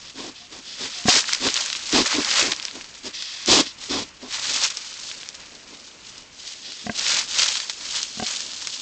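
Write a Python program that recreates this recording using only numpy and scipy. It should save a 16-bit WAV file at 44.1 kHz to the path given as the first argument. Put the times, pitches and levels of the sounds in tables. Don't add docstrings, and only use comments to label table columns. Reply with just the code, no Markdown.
import sys
import numpy as np
from scipy import signal
from scipy.fft import rfft, irfft
from scipy.io import wavfile

SR = 44100
rng = np.random.default_rng(int(sys.argv[2]) if len(sys.argv) > 2 else 0)


def wrap_up_sound(samples):
    columns = np.atleast_2d(samples).T
    tamed = np.clip(columns, -1, 1)
    steps = np.round(tamed * 32767).astype(np.int16)
    wavfile.write(sys.argv[1], SR, steps)


def boost_factor(decibels):
    exponent = np.asarray(decibels, float) / 20
    return 10 ** exponent


N = 388521

# start_s, length_s, tone_db, hold_change_db, jet_rel_db
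SNORTS = [(0.133, 0.21, -38, -2, -2), (0.493, 0.15, -43, -1.5, -1), (0.775, .14, -37.5, -0.8, 2.5),
          (1.116, .1, -31.5, 2, -2.5), (1.39, .13, -29, 7, 0.5), (1.914, 0.15, -17, -4, -2),
          (2.108, .14, -32, 6.5, -5), (2.392, 0.18, -30, -8.5, -29), (2.708, 0.13, -42.5, -1, -9),
          (3.026, 0.1, -35.5, -0.3, -0.5), (3.463, 0.19, -16.5, -4, -0.5), (3.633, 0.071, -44.5, -5, 7),
          (3.881, .19, -26, -7.5, -1), (4.182, 0.15, -44, -1, -3), (4.449, 0.26, -43, -8.5, 2),
          (5.674, 0.11, -48, 4, -4)]
SNORT_ATTACK_S, SNORT_RELEASE_S, SNORT_ENTRY_DB, SNORT_EXIT_DB = 0.038, 0.046, -15.5, -25.5
# start_s, peak_s, end_s, hiss_db
SNIFFS = [
    (0.0, .104, 0.11, -41),
    (.34, .36, 0.485, -42.5),
    (.64, .7, 0.88, -36),
    (.9, .95, 1.01, -32.5),
    (3.125, 3.14, 3.53, -31.5),
    (3.648, 3.668, 3.73, -34),
    (6.4, 6.488, 6.58, -42),
    (6.62, 6.656, 6.84, -34.5),
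]
# pitch_hz, width_hz, level_db
SNOUT_MODES = [(266.3, 57, -3), (366.6, 74, -0.5), (396, 107, -3)]
# pitch_hz, width_hz, level_db
FLARE_MODES = [(538, 250, -8), (774, 274, 4.5), (1030, 220, 4.5)]
# pitch_hz, width_hz, level_db
NOSTRIL_MODES = [(1950, 270, -6), (2560, 180, -1.5), (3380, 460, 3), (4070, 540, 3), (4890, 830, 3),
                 (6000, 1400, -5), (7220, 400, -7)]
FLARE_REL_DB = -6

# closure_s, chest_db, throat_rel_db, slap_rel_db
GLOTTAL_PULSES = [
    (1.057, -6, -17, -14),
    (1.084, -10, 10, 10),
    (6.844, -30.5, -26, -17),
    (6.867, -13.5, -4, -1.5),
    (6.896, -9.5, -4.5, -0.5),
    (8.175, -22, -13, -22),
    (8.1982, -17, -4.5, 3.5),
    (8.225, -13, -0.5, -5),
]
# pitch_hz, t60_s
CHEST_MODE = (218, .06)
# pitch_hz, level_db, t60_s
THROAT_MODES = [(318, -13, 0.034), (430, -14, 0.053), (596, -19.5, 0.058), (716, -7.5, 0.059)]
# pitch_hz, level_db, t60_s
MOUTH_MODES = [(1100, -1.5, 0.018), (1580, -3, 0.025), (2000, -0.5, 0.017), (2560, -4, 0.0093)]

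# pitch_hz, level_db_per_hz
LEAF_SPECTRUM = [(1180, -23.5), (2000, -21), (2680, -10.5), (2960, -6), (4710, -1.5), (5560, -3),
                 (6910, -2.5), (7680, -7), (8800, -13.5), (11400, -54), (19400, -120)]
# pitch_hz, level_db_per_hz
STEM_SPECTRUM = [(180, -44.5), (300, -26), (379, -28.5), (555, -12), (714, -17), (856, -9), (2600, 2.5),
                 (3380, -15), (5720, -120)]
# time_s, level_db, stems_rel_db
STIR = [(0, -46.5, -12), (.49, -50.5, -12), (.64, -45.5, -8), (1.0, -33.5, -9), (1.25, -34, -10),
        (1.8, -36, -8), (1.89, -32, -9), (2.55, -35.5, -5), (2.89, -43.5, -9.5), (3.14, -45, -7),
        (3.43, -37.5, -6), (3.76, -45, -11), (4.17, -51, -9), (4.78, -35.5, -10), (5.4, -45, -6),
        (6.3, -51, -10), (6.85, -39, -11.5), (8.81, -32.5, -16)]
# start_s, peak_s, end_s, level_db, stems_rel_db
DRAGS = [(1.055, 1.09, 1.14, -15, -12), (1.08, 1.13, 1.23, -12, -9.5), (1.13, 1.185, 1.246, -19, -10.5),
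         (1.26, 1.326, 1.4, -29.5, -6.5), (1.49, 1.57, 1.77, -25, -10), (1.87, 1.925, 1.964, -29.5, -13),
         (2.03, 2.14, 2.183, -24.5, -2.5), (2.2, 2.4, 2.54, -18, -5), (3.47, 3.545, 3.6, -16.5, -18),
         (3.79, 3.838, 3.93, -31.5, -11), (4.05, 4.095, 4.1, -38.5, -14), (4.28, 4.33, 4.72, -28, -7.5),
         (4.4, 4.65, 4.7, -23, -12.5), (4.95, 5.064, 5.23, -35, -41), (5.74, 5.88, 5.99, -49, -17),
         (6.0, 6.094, 6.28, -41, -36), (6.32, 6.488, 6.66, -37.5, -15), (6.94, 7.085, 7.2, -21.5, -8.5),
         (7.06, 7.175, 7.27, -22, -7), (7.27, 7.405, 7.68, -19, -9.5), (7.8, 7.974, 8.06, -28, -9.5),
         (8.2, 8.288, 8.45, -27.5, -10.5), (8.5, 8.75, 8.5, -43, -16)]
# time_s, level_db
FLICKS = [(.098, -44), (1.283, -25.5), (1.724, -32), (1.765, -31), (1.858, -41), (2.061, -21),
          (2.522, -26.5), (2.95, -38.5), (4.496, -30), (4.703, -22.5), (4.774, -41), (4.99, -36),
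          (5.345, -42), (5.55, -47), (6.181, -40), (6.72, -34), (6.995, -40), (7.555, -37), (8.62, -32),
          (7.697, -26), (8.031, -49)]
FLICK_RISE_S, FLICK_FALL_S, FLICK_STEMS_REL_DB = 0.003, 0.022, -11.5
BLOWN_LEAVES_REL_DB, BLOWN_STEMS_REL_DB = -2, -7

# time_s, peak_db, pitch_hz
SNAPS = [(1.242, -12, 2090), (1.282, -15, 3500), (1.2918, -9, 1660), (1.3274, -10, 3420),
         (1.3329, -2, 5550), (1.558, -5, 3430), (1.566, -4, 4140), (1.5746, -4.5, 3310), (1.7015, -7, 4020),
         (1.729, -8, 4600), (2.0588, -8.5, 1790), (2.127, -13, 2010), (2.1508, -6.5, 3870),
         (2.2476, -3.5, 4500), (2.3131, -3, 4030), (1.127, -2.5, 5500), (2.396, -1, 6300),
         (2.4129, -5.5, 3140), (2.5181, -5, 5520), (2.5207, -3.5, 3700), (2.6522, -6, 5300),
         (4.6369, -8.5, 5370), (4.7711, -9.5, 5470), (6.9949, -7, 5200), (7.1686, -10, 4800),
         (7.3944, -2, 4630), (7.5537, -11, 4300), (7.6974, -11.5, 4470), (8.0305, -5.5, 5660),
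         (8.6719, -7.5, 5700)]
# time_s, peak_db
TICKS = [(1.348, -7.5), (1.487, -8), (1.542, -3), (1.661, -11.5), (1.7515, -12), (1.856, -20),
         (2.5336, -11), (2.5637, -15.5), (2.5987, -13), (2.6265, -14), (2.6827, -17.5), (2.7119, -17.5),
         (2.811, -17), (2.8435, -21), (3.2235, -14), (3.4605, -8.5), (4.494, -14), (4.6649, -12),
         (5.1145, -17.5), (5.232, -17.5), (5.2888, -13), (7.065, -10), (7.434, -5.5), (7.5705, -7),
         (7.6016, -10), (7.9786, -21), (8.4057, -13), (8.5343, -17), (8.6068, -24), (6.1807, -23)]
TICK_HZ, TICK_SPREAD_OCT = 4460, 0.6

# time_s, pitch_hz, level_db
HOOTS = [
    [(0.39, 712.6, -62), (0.438, 706, -53), (0.48, 740, -66)],
    [(0.95, 740, -52), (1.02, 697, -53), (1.05, 703.0, -54)],
    [(5.41, 3380, -66), (5.44, 3388, -60), (5.475, 3440, -66)],
    [(5.58, 2880, -64), (5.62, 2900, -60), (5.655, 2880, -66)],
    [(5.69, 2580, -63), (5.72, 2560, -58), (5.76, 2550, -64)],
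]
# time_s, level_db
HERD = [(0.0, -56), (0.56, -55), (1.23, -50.5), (1.77, -50), (2.33, -40.5), (2.55, -51), (4.22, -64),
        (4.46, -59), (4.93, -51.5), (5.54, -46.5), (6.01, -54.5), (6.89, -48.5), (7.02, -46), (7.95, -50.5),
        (8.44, -47.5), (8.81, -50)]
# pitch_hz, level_db_per_hz
WOOD_SPECTRUM = [(12, -37), (20, -0.5), (96, -1.5), (170, -3), (305, -2.5), (401, -5.5), (801, -9.5),
                 (889, -4.5), (1530, -7.5), (3000, -3.5), (3900, -35.5), (6600, -120)]
WOOD_DB = -51


def rms_one(x):
    return x / np.sqrt(np.mean(x ** 2) + 1e-20)


def butter(x, order, hz, kind):
    return signal.sosfilt(signal.butter(order, hz, kind, fs=SR, output="sos"), x)


def in_time(rows):
    time_s, *columns = np.transpose(rows)
    return [np.interp(np.arange(N) / SR, time_s, c) for c in columns]


def drift(rate_hz):
    r = np.exp(-2 * np.pi * rate_hz / SR)
    return rms_one(signal.lfilter([1], [1, -2 * r, r * r], rng.standard_normal(N + SR))[SR:])


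def coloured(x, spectrum):
    hz, level_db = np.transpose(spectrum)
    grid_hz = np.arange(1, N // 2 + 2) * SR / N
    gain = boost_factor(np.interp(np.log(grid_hz), np.log(hz), level_db))
    return rms_one(irfft(rfft(x) * gain, N))


def resonances(x, modes):
    out = 0
    for k, (hz, width_hz, level_db) in enumerate(modes):
        r = np.exp(-np.pi * width_hz / SR)
        zeros = [(1 - r * r) / 2, 0, (r * r - 1) / 2]
        poles = [1, -2 * r * np.cos(2 * np.pi * hz / SR), r * r]
        out = out + (-1) ** k * boost_factor(level_db) * signal.lfilter(zeros, poles, x)
    return rms_one(out)


def ring(clicks, hz, t60_s):
    r = boost_factor(-60 / (t60_s * SR))
    w = 2 * np.pi * hz / SR
    return signal.lfilter([0, np.sin(w)], [1, -2 * r * np.cos(w), r * r], clicks + 1e-18)


def swell(tables, column, edge_s):
    out, t = np.zeros(N), np.arange(N) / SR
    for rows in tables:
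        rows = np.transpose(rows)
        time_s, level_db = rows[0], rows[1]
        if column > 1:
            level_db = level_db + rows[column]
        edge = np.clip(np.minimum(t - time_s[0], time_s[-1] - t) / edge_s, 0, 1)
        out += edge * boost_factor(np.interp(t, time_s, level_db))
    return out


def strokes(rows, entry_db, exit_db):
    return [[(start, db + entry_db, *more), (peak, db, *more), (end, db + exit_db, *more)]
            for start, peak, end, db, *more in rows]


def breath():
    tables = []
    for start, length, db, change_db, jet_db in SNORTS:
        hold_end = start + max(length - SNORT_RELEASE_S, SNORT_ATTACK_S + 0.002)
        end_db = db + change_db
        tables.append([(start, db + SNORT_ENTRY_DB, jet_db), (start + SNORT_ATTACK_S, db, jet_db),
                       (hold_end, end_db, jet_db), (start + length, end_db + SNORT_EXIT_DB, jet_db)])
    return tables


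def snorts():
    flutter = drift(43)
    air = rng.standard_normal(N) * boost_factor(2.0 * flutter)
    hollow = butter(resonances(air, SNOUT_MODES), 2, 170, "high")
    puff = rms_one(butter(rng.standard_normal(N), 2, [25, 160], "band"))
    jet = resonances(rng.standard_normal(N), NOSTRIL_MODES) * boost_factor(flutter)
    tone = swell(breath(), column=1, edge_s=0.024) * (hollow + boost_factor(-17) * puff)
    flare = swell(breath(), column=1, edge_s=0.052) * boost_factor(FLARE_REL_DB) * resonances(air, FLARE_MODES)
    sniff_gain = swell(strokes(SNIFFS, entry_db=-8.5, exit_db=-8.5), column=1, edge_s=0.016)
    jet_gain = swell(breath(), column=2, edge_s=0.013)
    return tone + flare + jet * (jet_gain + sniff_gain)


def grunts():
    out, size, lead_s = np.zeros(N), SR // 8, 0.005
    t = np.arange(size) / SR - lead_s
    chance = rng.standard_normal((len(GLOTTAL_PULSES), size))
    for (closure_s, chest_db, throat_db, slap_db), noise in zip(GLOTTAL_PULSES, chance):
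        push = np.exp(-((t + 0.00261) / 0.00044) ** 2) / (0.0013 * SR)
        leak = 0.053 * (t > 0) * noise * np.exp(-t / 0.0024)
        slap = np.diff(t > 0, prepend=False) + leak
        shift = 1 + 0.022 * noise[:4]
        pulse = ring(push + 0.065 * slap, *CHEST_MODE)
        for modes, level_db in (THROAT_MODES, throat_db), (MOUTH_MODES, slap_db - 10.5):
            for k, (hz, db, t60_s) in enumerate(modes):
                pulse += boost_factor(level_db + db) * ring(slap, hz * shift[k], t60_s)
        at = round((closure_s - lead_s) * SR)
        out[at:at + size] += boost_factor(chest_db) * pulse
    return butter(butter(out, 4, 2800, "low"), 2, 110, "high")


def crackle(per_s, spread_db, clump_db, smooth, low_hz, high_hz, cycles):
    born = rng.random(N) < per_s * boost_factor(clump_db * drift(60)) / SR
    sizes = boost_factor(spread_db * np.minimum(rng.exponential(1, N), 3.0)) * rng.choice([-1, 1], N)
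    dealt = rng.integers(0, 8, N)
    grains = np.zeros(N)
    for k, hz in enumerate(np.geomspace(low_hz, high_hz, 8)):
        grains += ring(born * sizes * (dealt == k), hz, cycles / hz)
    friction = butter(rng.standard_normal(N), 1, [low_hz, high_hz], "band")
    return rms_one(grains) + smooth * rms_one(friction)


def rustle():
    leaf_db, stem_rel_db = in_time(STIR)
    flicks = [(s - FLICK_RISE_S, s, s + FLICK_FALL_S, db, FLICK_STEMS_REL_DB) for s, db in FLICKS]
    drags = strokes(DRAGS, entry_db=-19, exit_db=-21.5)
    whips = strokes(flicks, entry_db=-12.0, exit_db=-22.5)
    bright, dull = (swell(drags, c, edge_s=0.023) + swell(whips, c, edge_s=0.0027) for c in (1, 2))
    blown = boost_factor(BLOWN_LEAVES_REL_DB) * swell(breath(), column=2, edge_s=0.0086)
    leaf_gain = boost_factor(leaf_db) + bright + blown
    stem_gain = boost_factor(leaf_db + stem_rel_db) + dull + boost_factor(BLOWN_STEMS_REL_DB) * blown
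    leaves = crackle(per_s=1700, spread_db=4.0, clump_db=7, smooth=0.76, low_hz=2210, high_hz=8300, cycles=3.75)
    stems = crackle(per_s=700, spread_db=4.5, clump_db=4.5, smooth=0.91, low_hz=504, high_hz=2560, cycles=5.5)
    mix = leaf_gain * coloured(leaves, LEAF_SPECTRUM) + stem_gain * coloured(stems, STEM_SPECTRUM)
    return boost_factor(0.96 * drift(18)) * mix


def snaps():
    bright, dull = np.zeros(N + SR), np.zeros(N + SR)
    t = np.arange(SR // 20) / SR
    ticks = [(s, db, TICK_HZ * 2 ** (TICK_SPREAD_OCT * rng.uniform(-1.2, 1))) for s, db in TICKS]
    breaks = SNAPS + ticks
    splinter = rng.standard_normal((len(breaks), len(t)))
    fade = np.exp(-t / 0.0036)
    for (time_s, peak_db, hz), noise in zip(breaks, splinter):
        frayed = boost_factor(5.0 * np.tanh(noise[0]))
        at = round(time_s * SR)
        tick = np.sin(2 * np.pi * hz * t) * np.exp(-t / 0.00032)
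        tail = rms_one(ring(noise, hz, 3.6 / hz)) + 0.5 * noise
        bright[at:at + len(t)] += boost_factor(peak_db + 3.0) * (tick + 0.13 * frayed * tail * fade)
        dull[at:at + len(t)] += boost_factor(peak_db - 18) * noise * fade
    return (butter(bright, 3, 1200, "high") + butter(dull, 2, [400, 1600], "band"))[:N]


def hoots():
    out, t = np.zeros(N), np.arange(N) / SR
    for rows in HOOTS:
        time_s, hz, level_db = np.transpose(rows)
        edge = np.clip(np.minimum(t - time_s[0], time_s[-1] - t) / 0.014, 0, 1)
        phase = 2 * np.pi * np.cumsum(np.interp(t, time_s, hz)) / SR
        out += edge * boost_factor(np.interp(t, time_s, level_db) + 3) * np.sin(phase)
    return out * boost_factor(2 * drift(30))


def woodland():
    patchy_db = 2.5 * drift(3.7)
    hush = boost_factor(WOOD_DB - 1.5 + patchy_db) * coloured(rng.standard_normal(N), WOOD_SPECTRUM)
    murmur = resonances(rng.standard_normal(N), [(230, 120, 1), (590, 380, -3.5)])
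    unsteady_db = 2.5 * drift(12)
    return hush + boost_factor(in_time(HERD)[0] - 6.5 + unsteady_db) * murmur


def scene():
    return (snorts() + grunts() + rustle() + snaps() + hoots() + woodland())[None]


def top_cut(x):
    return signal.sosfilt(signal.butter(12, 15400, fs=SR, output="sos"), x)


def record(dry):
    rounded = 0.81 * np.tanh(dry / 0.83)
    low_pass = signal.cheby2(14, 85, 9620 + 350, fs=SR, output="sos")
    narrow = signal.sosfilt(low_pass, rounded)
    clipped = np.clip(narrow, -0.69, 0.69)
    return top_cut(clipped)


dry = scene()
out = record(dry)
wrap_up_sound(out)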